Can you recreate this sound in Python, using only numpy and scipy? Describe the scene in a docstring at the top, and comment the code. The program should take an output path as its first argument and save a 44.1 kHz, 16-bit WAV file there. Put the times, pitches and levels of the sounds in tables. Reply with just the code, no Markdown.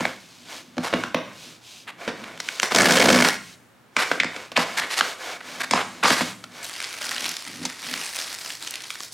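"""On a sofa in a small live room, a cardboard mailer is patted, rubbed and turned over.
Its strip is torn off tooth by tooth in one pull; the lid is pried loose with sharp cracks and flaps scrape open.
Then a garment in a plastic bag is lifted out, crinkling. The microphone is close and nearly mono.
Tiny random slips, shaped in time and pitch, make the card and plastic; resonances ring the box and its panels.
Fading noise makes the room echoes, and steady noise the quiet of the house."""
import sys
import numpy as np
from scipy import signal
from scipy.fft import rfft, irfft, next_fast_len
from scipy.io import wavfile
from scipy.ndimage import uniform_filter1d, minimum_filter1d

SR = 44100
rng = np.random.default_rng(int(sys.argv[2]) if len(sys.argv) > 2 else 0)


def pcm_store(signal):
    """Save signal as 16-bit PCM."""
    levels = np.round(np.clip(np.atleast_2d(signal), -1, 1) * 32767)
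    wavfile.write(sys.argv[1], SR, levels.astype(np.int16).T)


N = 402985

STRAIN_S = .006   # fibres give for this long before a break
TOOTH_HZ = 1740   # middle pitch of the small teeth and of the inner liner


def amp(db):
    """Turn decibels into a gain."""
    return 10 ** (np.asarray(db) / 20)


def rms_one(x):
    """Scale a lasting sound to rms 1."""
    return x / np.sqrt(np.mean(x ** 2) + 1e-20)


def energy_one(x):
    """Scale a short sound to energy 1."""
    return x / np.sqrt(np.sum(x ** 2) + 1e-20)


def at_hz(points, hz):
    """Read a table between its points, on a log-frequency axis."""
    f, value = np.transpose(points)
    return np.interp(np.log(np.maximum(hz, 1)), np.log(f), value)


def gains(rows):
    """Turn the dB columns of a curve into gains per sample, almost silent outside it."""
    s, *columns = np.transpose(rows)
    t = np.arange(N) / SR
    return [amp(np.interp(t, s, db, left=-120, right=-120)) for db in columns]


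def add(track, s, sound):
    """Mix a sound into a track at a time in seconds."""
    at = max(round(s * SR), 0)
    track[at:at + len(sound)] += sound[:N - at]


def band(x, low_hz, high_hz, order=2):
    """Keep only the pitches between two edges."""
    sos = signal.butter(order, [low_hz, min(high_hz, .47 * SR)], "band", fs=SR, output="sos")
    return signal.sosfilt(sos, x + 1e-18)


def colour(x, spectrum):
    """Weight the pitches of a steady texture by a table of hz and dB; rms 1."""
    size = next_fast_len(N)
    weight = amp(at_hz(spectrum, np.fft.rfftfreq(size, 1 / SR)))
    return rms_one(irfft(rfft(x, size) * weight, size)[:N])


def wander(count):
    """Drift slowly by chance, with count new values a second."""
    values = np.clip(rng.normal(size=10 * count), -2, 2)
    return np.interp(np.arange(N) / SR * count, np.arange(10 * count), values)


def grains(size, per_s, spread_db):
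    """Random tiny slips, mostly faint and a few strong; rms 1."""
    strength = amp(spread_db * np.minimum(rng.exponential(1, size), 4.5))
    happens = rng.random(size) < per_s / SR
    return rms_one(happens * strength * rng.choice([-1, 1], size))


def swells(rows):
    """Each hand movement swells and fades; one gain per sample for every dB column."""
    shape = 2.8   # 2 is a bell; lower is more pointed
    t = np.arange(0, N, 32) / SR
    power = 0
    for s, length_s, *db in rows:
        # at half a length from the middle, the power is down to 1/e
        swell = np.exp(-np.abs(2 * (t - s) / length_s) ** shape)
        power = power + np.outer(amp(db) ** 2, swell)
    return [np.interp(np.arange(N) / SR, t, np.sqrt(p)) for p in power]


def house_quiet():
    """The faint steady noise of the house, partly shared by the two sides."""
    # colour of the quiet: pitch_hz, level_db (relative)
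    quiet_colour = [(30, -58.5), (115, -10.5), (153, -15.5), (311, -15), (374, -17.5), (426, -19),
                    (499, -19), (1540, -21.5), (5000, -35.5), (16000, -43.5)]
    air = rng.standard_normal(N) + 0.79 * rng.standard_normal((2, N))
    return amp(-55) * np.array([colour(side, quiet_colour) for side in air])


def room(x):
    """Wall echoes arrive after a short gap and die band by band, almost alike on both sides."""
    # time for the echoes to fall by 60 dB: pitch_hz, fall_s
    fall_times = [(100, 1.35), (260, 0.52), (700, 0.33), (1800, 0.53), (5000, 0.4), (13000, 1.01)]
    # starting strength of the echoes: pitch_hz, level_db (relative)
    tone = [(100, 1.5), (250, 5.5), (700, 7), (2000, 2.5), (5000, 5), (13000, -4.5)]
    first_echo_s = 0.0099
    t = np.arange(int(.8 * SR)) / SR
    edges = np.geomspace(60, 17000, 13)
    white, tail = rng.standard_normal((2, 2, len(t))), 0
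    for k, (low, high) in enumerate(zip(edges, edges[1:])):
        hz = np.sqrt(low * high)
        dying = amp(at_hz(tone, hz) - 60 * t / at_hz(fall_times, hz))
        # neighbouring bands use different noise
        tail = tail + band(white[k % 2] * (t > first_echo_s), low, high) * dying
    mid, side = energy_one(tail[0]), amp(-14) * energy_one(tail[1])
    return signal.fftconvolve(x[None], np.array([mid + side, mid - side]), axes=1)[:, :N]


def box(push):
    """The hollow box rings in its low modes, differently as the hands move over it; the deepest hardly radiate."""
    # panels and air of the box: pitch_hz, level_db (relative), fall_s (time to fall by 60 dB)
    modes = [(75, -14, .2), (108, -12, .25), (168, -4, .22), (190, -3, .18), (248, 1.5, .22),
             (300, -1, .12), (350, -2, .08), (490, -1, .07), (590, -2, .08)]
    out = 0
    for k, (hz, db, t60) in enumerate(modes):
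        r, w = amp(-60 / (t60 * SR)), 2 * np.pi * hz / SR
        place = amp(db + 1.5 * wander(9))
        ring = signal.lfilter([0, np.sin(w)], [1, -2 * r * np.cos(w), r * r], place * push + 1e-18)
        out = out + (-1) ** k * ring
    return band(out, 110, 1300)


def panels(x):
    """The stiff panels ring briefly at narrow resonances, each with its own gain at its peak."""
    # notes of the panels: pitch_hz, gain_db, fall_s (time to fall by 60 dB)
    notes = [(531, 2, 0.16), (667, 2, 0.019), (945, -3.5, 0.12), (1040, -1, 0.13), (1490, -1.5, 0.021),
             (1718, 7.5, 0.16), (2220, 4.5, 0.02), (3140, -2, .02)]
    out = 0
    for hz, db, t60 in notes:
        r, w = amp(-60 / (t60 * SR)), 2 * np.pi * hz / SR
        ring = signal.lfilter([1, 0, -1], [1, -2 * r * np.cos(w), r * r], x + 1e-18)
        out = out + amp(db) * (1 - r * r) / 2 * ring
    return out


def rubbing():
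    """Sliding contact: grainy board with small scuffs, smooth skin hiss, and a low murmur from the box."""
    # strokes of palms and flaps: middle_s, length_s, board_db, skin_hiss_db (relative)
    strokes = [(0.0, 0.21, -29, -41), (0.27, 0.73, -57, -53.5), (0.545, 0.11, -38, -42.5),
               (0.95, 0.23, -35, -45), (1.3, 0.1, -43, -57), (1.45, 0.18, -47.5, -47),
               (1.735, 0.17, -57, -47.5), (2.05, 0.091, -34.5, -48.5), (2.25, 0.23, -37, -51.5),
               (2.54, 0.21, -37.5, -41), (3.49, 0.1, -56, -49.5), (4.09, 0.16, -32, -41.5),
               (4.39, 0.14, -36.5, -47.5), (4.76, 0.28, -32.5, -43.5), (5.06, 0.13, -29, -37),
               (5.28, 0.14, -31, -40), (5.54, 0.17, -36, -43.5), (5.91, 0.79, -42.5, -51.5),
               (6.26, 0.11, -33.5, -38.5), (6.6, 0.12, -39.5, -46.5)]
    # the box rocks on the cushions: middle_s, length_s, level_db
    rockings = [(0.0, 0.068, -38), (0.62, 0.33, -51.5), (1.5, 0.059, -48), (2.2, 0.48, -50),
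                (4.83, 0.096, -43.5), (5.97, 1, -50), (7.13, 0.14, -48.5), (7.27, 0.1, -44.5),
                (7.53, 0.11, -46), (7.64, 0.064, -34.5), (7.93, 0.13, -42.5)]
    # colours of rubbed board and of skin: pitch_hz, level_db (relative)
    board_colour = [(180, -21), (300, -3.5), (494, 0.5), (822, -1), (1100, 1.5), (1940, -1), (2280, -1),
                    (4000, -17), (5200, -51), (8800, -120)]
    skin_colour = [(1410, -24), (2400, -0.5), (3770, 1.5), (5700, -2.5), (6220, -2.5), (13900, -18.5),
                   (16000, -25)]
    board, skin = swells(strokes)
    # fingers catch about 90 times a second
    scuffs = amp(-12.5) * grains(N, 90, 1.0)
    slips = grains(N, 2500, 2.1) + scuffs
    # the dragged panels creak in spells
    slips = slips + amp(-4) * panels(amp(4.4 * wander(14)) * slips)
    board_slide = amp(-3.5) * board * colour(slips, board_colour)
    skin_hiss = amp(2.5) * skin * colour(grains(N, 12000, 3.5), skin_colour)
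    murmur = rms_one(band(box(rng.standard_normal(N)), 83, 400))
    return board_slide + skin_hiss + swells(rockings)[0] * murmur


def scrapes():
    """An edge sticks and slips under a quickly swelling stroke, sounding the note of the panel that it drags over."""
    # board edges scraping on each other: start_s, length_s, level_db (relative), pitch_hz,
    # hiss_db (relative to the board sound)
    rows = [(0.822, 0.076, -27, 900, -7), (1.867, 0.048, -33.5, 1940, -11), (1.997, 0.023, -44, 1200, -8),
            (2.237, 0.0089, -33, 1990, -8), (2.278, 0.0094, -37, 1200, -13), (2.374, 0.0062, -36, 3000, -6),
            (2.616, 0.016, -35, 1700, 4), (2.706, 0.019, -23, 1090, -8), (3.977, 0.071, -21.5, 1440, -7),
            (4.557, 0.018, -17, 2300, -18), (4.576, 0.07, -23.5, 1280, -7.5),
            (4.764, 0.046, -21, 1670, -4.5), (4.807, 0.05, -26, 1690, -14), (4.891, 0.078, -27.5, 1840, -2),
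            (4.957, 0.051, -22.5, 1720, -0.5), (5.403, 0.014, -34, 1480, -14),
            (5.596, 0.031, -23.5, 1540, -6.5), (5.629, 0.022, -26.5, 1650, -4.5),
            (5.731, 0.11, -22.5, 1250, -14.5), (6.024, 0.045, -15, 1370, -14.5),
            (6.053, 0.11, -20.5, 1580, -2), (6.126, 0.12, -26, 1840, -2.5)]
    out = np.zeros(N)
    for s, length_s, db, hz, hiss_db in rows:
        size = int(length_s * SR)
        slips = grains(size, 2200, 1.8) * signal.windows.tukey(size, .6)
        broad = rms_one(band(band(slips, hz / 2.4, hz * 2.1, order=1), 330, 3200))
        note = rms_one(band(slips, hz / 1.1, hz * 1.1, order=1))
        hiss = rms_one(band(band(slips, 4900, 13300), 3600, 4950, order=1))
        board = rms_one(broad + 0.32 * note)
        add(out, s, amp(db - 3.5) * (board + amp(hiss_db) * hiss))
    return out


def fracture(hz, low_hz, crack_db, decay_s, lead):
    """Fibres give, then one sharp break and a dying burst, heard as a panel note and a bright crack."""
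    t = np.arange(2048) / SR - STRAIN_S   # the break is at zero
    giving = amp(-8.5) * np.exp(-np.abs(t) / 0.0013)
    dying = np.exp(-np.abs(t) / decay_s)
    burst = grains(len(t), 9000, 1.7) * np.where(t < 0, giving, dying)
    burst[round(STRAIN_S * SR)] += lead * np.sqrt(np.sum(burst ** 2))
    # higher notes die sooner
    note = energy_one(np.sin(2 * np.pi * hz * t) * (t > 0) * np.exp(-np.abs(t) * np.sqrt(hz) / 0.073))
    panel = band(burst, np.clip(low_hz, 50, 2500), 3340)
    panel = energy_one(band(panel, np.clip(0.52 * low_hz, 50, 2500), 2800, order=1))
    crack = energy_one(band(band(burst, 3040, 9600), 3750, 6500, order=1))
    # each broken flake has a note of its own
    flake_hz = 5200 * np.exp(0.28 * np.clip(rng.normal(), -2, 2))
    flake = energy_one(band(burst, flake_hz / 1.25, flake_hz * 1.3, order=1))
    body = band(amp(-2.5) * note + panel, np.clip(0.55 * low_hz, 50, 2500), 4700)
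    return energy_one(body) + amp(crack_db) * energy_one(crack + amp(-4.0) * flake)


def knocks():
    """Fingers tap the box and glued flaps crack loose; returns the direct sound and what each throws into the room."""
    # knocks and cracks of the board: break_s, level_db (relative), pitch_hz, low_edge_hz (a guide for
    # the filters), crack_db, thump_db (relative), decay_s (shortened below), room_db (relative)
    rows = [(0.0071, -25.5, 1030, 150, -12, 3, 0.0068, -22),
            (0.053, -19, 2010, 400, -21, -9.5, 0.0041, -14), (0.769, -42.5, 660, 150, -10, 17, 0.0033, -3),
            (0.781, -27.5, 760, 150, -14.5, 7.5, 0.0037, -6.5),
            (0.9285, -24.5, 640, 150, -31, -28, 0.0059, 1),
            (0.9374, -17.5, 600, 170, -21, 0.5, 0.0056, -10.5),
            (1.037, -24.5, 1470, 450, -15, -5, 0.0046, -5),
            (1.146, -17.5, 627, 280, -17.5, -2.5, 0.0044, -5),
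            (2.078, -22, 503, 150, -15.5, -5.5, 0.023, -6.5),
            (2.402, -30.5, 2070, 447, 1, -38, 0.0049, -13),
            (2.488, -24.5, 2450, 1320, -9, -34, 0.0014, -12),
            (2.599, -21.5, 2800, 990, -3.5, -28, 0.0011, -18),
            (2.631, -13.5, 2050, 250, -3.5, -25, 0.0037, -11),
            (2.72, -21.5, 1210, 250, -7.5, -7, 0.0068, -24), (3.2479, -12.5, 1730, 302, -8, -9, 0.0086, -5),
            (3.287, -24.5, 2230, 614, 0.5, -24, 0.0023, -13),
            (3.966, -16.5, 2300, 450, -10.5, -12.5, 0.0062, -0.5),
            (4.1152, -13.5, 1520, 298, -19, -17, 0.0078, -10.5),
            (4.2005, -14.5, 2120, 1710, -14.5, -16, 0.0077, -8.5),
            (4.234, -22.5, 1920, 443, -14, -15, 0.0012, -8), (4.245, -27, 2320, 300, -9.5, 1, 0.0052, -4.5),
            (4.363, -32.5, 2280, 400, -7, -6, 0.0064, -17), (4.518, -35, 637, 300, -8, -7, 0.012, -13),
            (4.5666, -20, 2530, 1330, -10.5, -11, 0.011, -7),
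            (4.575, -14, 1070, 500, -7, -20, 0.0012, -9.5), (4.579, -21.5, 625, 305, -12, 0.5, 0.0052, -4),
            (5.0091, -14, 1580, 800, -14, -20, 0.0031, -10),
            (5.7104, -22.5, 2240, 350, -0.5, -4, 0.0059, -1.5),
            (5.7359, -11.5, 1010, 450, -14, -9, 0.0021, -9),
            (6.037, -21.5, 1160, 507, -5.5, -0.5, 0.0057, 7),
            (6.1049, -13, 1620, 243, -12, -5.5, 0.006, -16), (6.209, -21, 1020, 200, -23, 2, 0.0052, -10),
            (6.4401, -37, 1420, 400, -4, -25, 0.0046, -13), (7.653, -30.5, 950, 200, 6, -3, 0.009, -15),
            (9.005, -36.5, 1190, 298, 0, -32, 0.0016, -28)]
    direct, thrown, push = np.zeros((3, N))
    for s, db, hz, low_hz, crack_db, thump_db, decay_s, room_db in rows:
        sound = amp(db + 26.5) * fracture(hz, low_hz, crack_db, 0.77 * decay_s, lead=0.39)
        add(direct, s - STRAIN_S, sound)
        add(thrown, s - STRAIN_S, amp(room_db) * sound)
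        add(push, s, amp(db + thump_db - 5.5) * np.ones(1))
    thump = box(push)
    ringing = amp(-13) * panels(direct)
    return direct + thump + ringing, thrown + amp(-13) * thump


def creases(per_s, spread_db):
    """Each buckle rings a few narrow notes of the film for some cycles; the notes come in spells; rms 1."""
    sharpness, spell_db = 12, 2   # higher sharpness is narrower; how much each note comes and goes
    share = .22                   # chance that a buckle rings a given note
    out, buckles, width = 0, grains(N, per_s, spread_db), 1 + .5 / sharpness
    for hz in np.geomspace(600, 15000, 30):
        struck = buckles * (rng.random(N) < share) * amp(spell_db * wander(32))
        out = out + band(struck, hz / width, hz * width, order=1)
    return rms_one(out)


def bag():
    """Thin film buckles in clusters of small creases, with some loud, short snaps."""
    # grips that crumple the plastic bag: middle_s, length_s, film_db, fizz_db (relative)
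    crumples = [(6.66, 0.057, -46, -37.5), (6.87, 0.35, -34.5, -43.5), (7.04, 0.054, -33, -37),
                (7.13, 0.14, -30.5, -40), (7.265, 0.11, -32, -37.5), (7.47, 0.49, -40.5, -46.5),
                (7.655, 0.1, -34.5, -48.5), (7.93, 0.23, -32.5, -38), (8.07, 0.11, -40.5, -40.5),
                (8.2, 0.11, -31.5, -36.5), (8.315, 0.073, -35, -40), (8.47, 0.14, -39, -38),
                (8.65, 0.072, -38, -38.5), (8.76, 0.19, -39, -55), (8.91, 0.12, -55, -45),
                (9.035, 0.07, -47, -39.5), (9.13, 0.023, -62, -37.5)]
    # single creases snapping: start_s, peak_db, pitch_hz
    snaps = [(6.7382, -20, 4500), (6.8024, -15.5, 2400), (7.018, -17, 2540), (7.052, -17, 4930),
             (7.115, -14, 2300), (7.243, -12.5, 2370), (7.255, -15, 2600), (7.2908, -14, 6200),
             (7.3667, -18, 3450), (7.9385, -12.5, 3030), (8.036, -22, 6200), (8.1469, -19, 4230),
             (8.166, -27, 2020), (8.2005, -20, 3000), (8.328, -20, 4740), (8.503, -18, 2830),
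             (8.708, -16.5, 9400), (8.7393, -16.5, 2860), (8.7553, -14, 4030), (8.8045, -24, 3300),
             (8.82, -22, 6240), (8.904, -16, 2420), (8.955, -21, 2130)]
    # colours of the film and of its bright fizz: pitch_hz, level_db (relative)
    film_colour = [(180, -19), (300, -2), (366, -2), (700, -9.5), (1470, -1.5), (2300, 1), (4600, -9),
                   (6500, -16), (11000, -23), (16000, -70)]
    fizz_colour = [(2650, -20.5), (4500, -8.5), (10500, -16.5), (14900, -25.5), (16000, -28)]
    film, fizz = swells(crumples)
    clusters = amp(1.5 * rms_one(band(rng.standard_normal(N), 15, 70)))
    crinkle = clusters * (creases(750, 3.6) + .55 * grains(N, 1800, 2.5))
    out = amp(-4.3) * film * colour(crinkle, film_colour) + amp(1.4) * fizz * colour(crinkle, fizz_colour)
    t = np.arange(1024) / SR
    for s, db, hz in snaps:
        burst = grains(len(t), 9000, 2.4) * (1 - np.exp(-t / 0.0003)) * np.exp(-t / 0.002)
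        snap = band(band(burst, hz / 1.65, hz * 1.42, order=1), 730, 10400, order=1)
        add(out, s, amp(db) * snap / np.abs(snap).max())
    return out


def all_teeth():
    """The strong teeth, and smaller ones that give way unevenly between them."""
    # strong teeth of the strip: break_s, level_db (relative), pitch_hz
    strong = [(2.7479, 7.2, 670), (2.761, 6, 450), (2.785, 8.5, 2190), (2.806, 13, 1800), (2.83, 6.7, 620),
              (2.857, 11, 1750), (2.896, 6.5, 1670), (2.908, 9.5, 1650), (2.97, 11.6, 510), (3, 16, 515),
              (3.014, 10, 2160), (3.026, 10.6, 2180), (3.057, 9.5, 660), (3.086, 14, 485), (3.102, 16, 530),
              (3.129, 7.6, 530), (3.144, 10, 1600), (3.159, 7.7, 540), (3.203, 8.5, 1720),
              (3.223, 10.5, 2120)]
    teeth_per_s, jitter_s = 72, .002
    small_db, spread_db = 4.5, 1
    small = []
    for (s, _, _), (next_s, _, _) in zip(strong, strong[1:]):
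        steps = max(round((next_s - s) * teeth_per_s), 1)
        chance = np.clip(rng.normal(size=(8, 3)), -2, 2)
        for k, (late, strength, pitch) in zip(range(1, steps), chance):
            break_s = s + (next_s - s) * k / steps + jitter_s * late
            small.append((break_s, small_db + spread_db * strength, TOOTH_HZ * np.exp(.4 * pitch)))
    return list(strong) + small


def tear():
    """Each tooth of the strip breaks in two liners and plucks the box; fibres crackle in clumps between."""
    # the pull on the strip, a curve: time_s, fibres_db, box_rumble_db (relative)
    pull = [(2.64, -22.5, -40), (2.7, -37, -22), (2.76, -19, -29.5), (2.87, -19.5, -26), (2.97, -17, -28.5),
            (3.1, -20.5, -20.5), (3.22, -19.5, -29), (3.29, -20.5, -51), (3.37, -35.5, -55.5)]
    # colour of the tearing fibres: pitch_hz, level_db (relative)
    fibre_colour = [(240, -29), (400, 1), (520, -3), (839, -5.5), (1710, -4), (2250, -7), (2510, -8.5),
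                    (5350, -10.5), (10400, -17.5), (16000, -30)]
    rip_db, crack_db, decay_s = -1.5, -5.5, 0.0032
    inner_lag_s, inner_db = .004, -5.5   # the inner liner breaks just after the outer one
    teeth, push = np.zeros((2, N))
    fibre_gain, rumble = gains(pull)
    for s, db, hz in all_teeth():
        lag, pitch, crack, sign = np.clip(rng.normal(size=4), -2, 2)
        outer = fracture(hz, 300, crack_db + 4.8 * crack, decay_s, lead=0.3)
        inner_hz = TOOTH_HZ * np.exp(.4 * pitch)
        inner = fracture(inner_hz, 640, crack_db - 2.6 * crack, decay_s / 2, lead=0.46)
        outer_s = s - STRAIN_S
        add(teeth, outer_s, amp(rip_db + db) * outer)
        add(teeth, outer_s + inner_lag_s * np.exp(.5 * lag), amp(rip_db + db + inner_db) * inner)
        add(push, s, np.sign([sign]))
    clumps = amp(2.0 * rms_one(band(rng.standard_normal(N), 22, 110)))
    fibres = amp(-3.5) * fibre_gain * colour(clumps * grains(N, 2000, 2.6), fibre_colour)
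    return teeth + amp(0.5) * box(rumble * push) + fibres + amp(-4.5) * panels(teeth + fibres)


def scene():
    """All the handling, its echoes and the quiet of the house."""
    knocked, thrown = knocks()
    torn, scraped, rubbed, plastic = tear(), scrapes(), rubbing(), bag()
    to_room = thrown + amp(-17.5) * torn + amp(-10.5) * scraped + amp(-17.5) * rubbed + amp(-7) * plastic
    sound = knocked + torn + scraped + rubbed + plastic + amp(-1.5) * room(to_room)
    # the middle range reaches the right side a little more strongly
    lean = .055 * band(sound, 160, 2000, order=1) * np.array([[-1], [1]])
    return sound + lean + house_quiet()


def record(dry):
    """A fast limiter holds the loudest peaks; the top is cut."""
    ceiling, cutoff_hz = .72, 16000
    over_db = 20 * np.log10(np.maximum(np.abs(dry).max(axis=0) / ceiling, 1))
    recovery = 1500 * np.arange(N) / SR   # the level recovers at 1500 dB per second
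    held = np.maximum.accumulate(over_db + recovery) - recovery
    gain = uniform_filter1d(minimum_filter1d(amp(-held), size=45), size=45)
    return signal.sosfilt(signal.ellip(10, .2, 80, cutoff_hz, fs=SR, output="sos"), dry * gain)


dry = scene()
out = record(dry)
pcm_store(out)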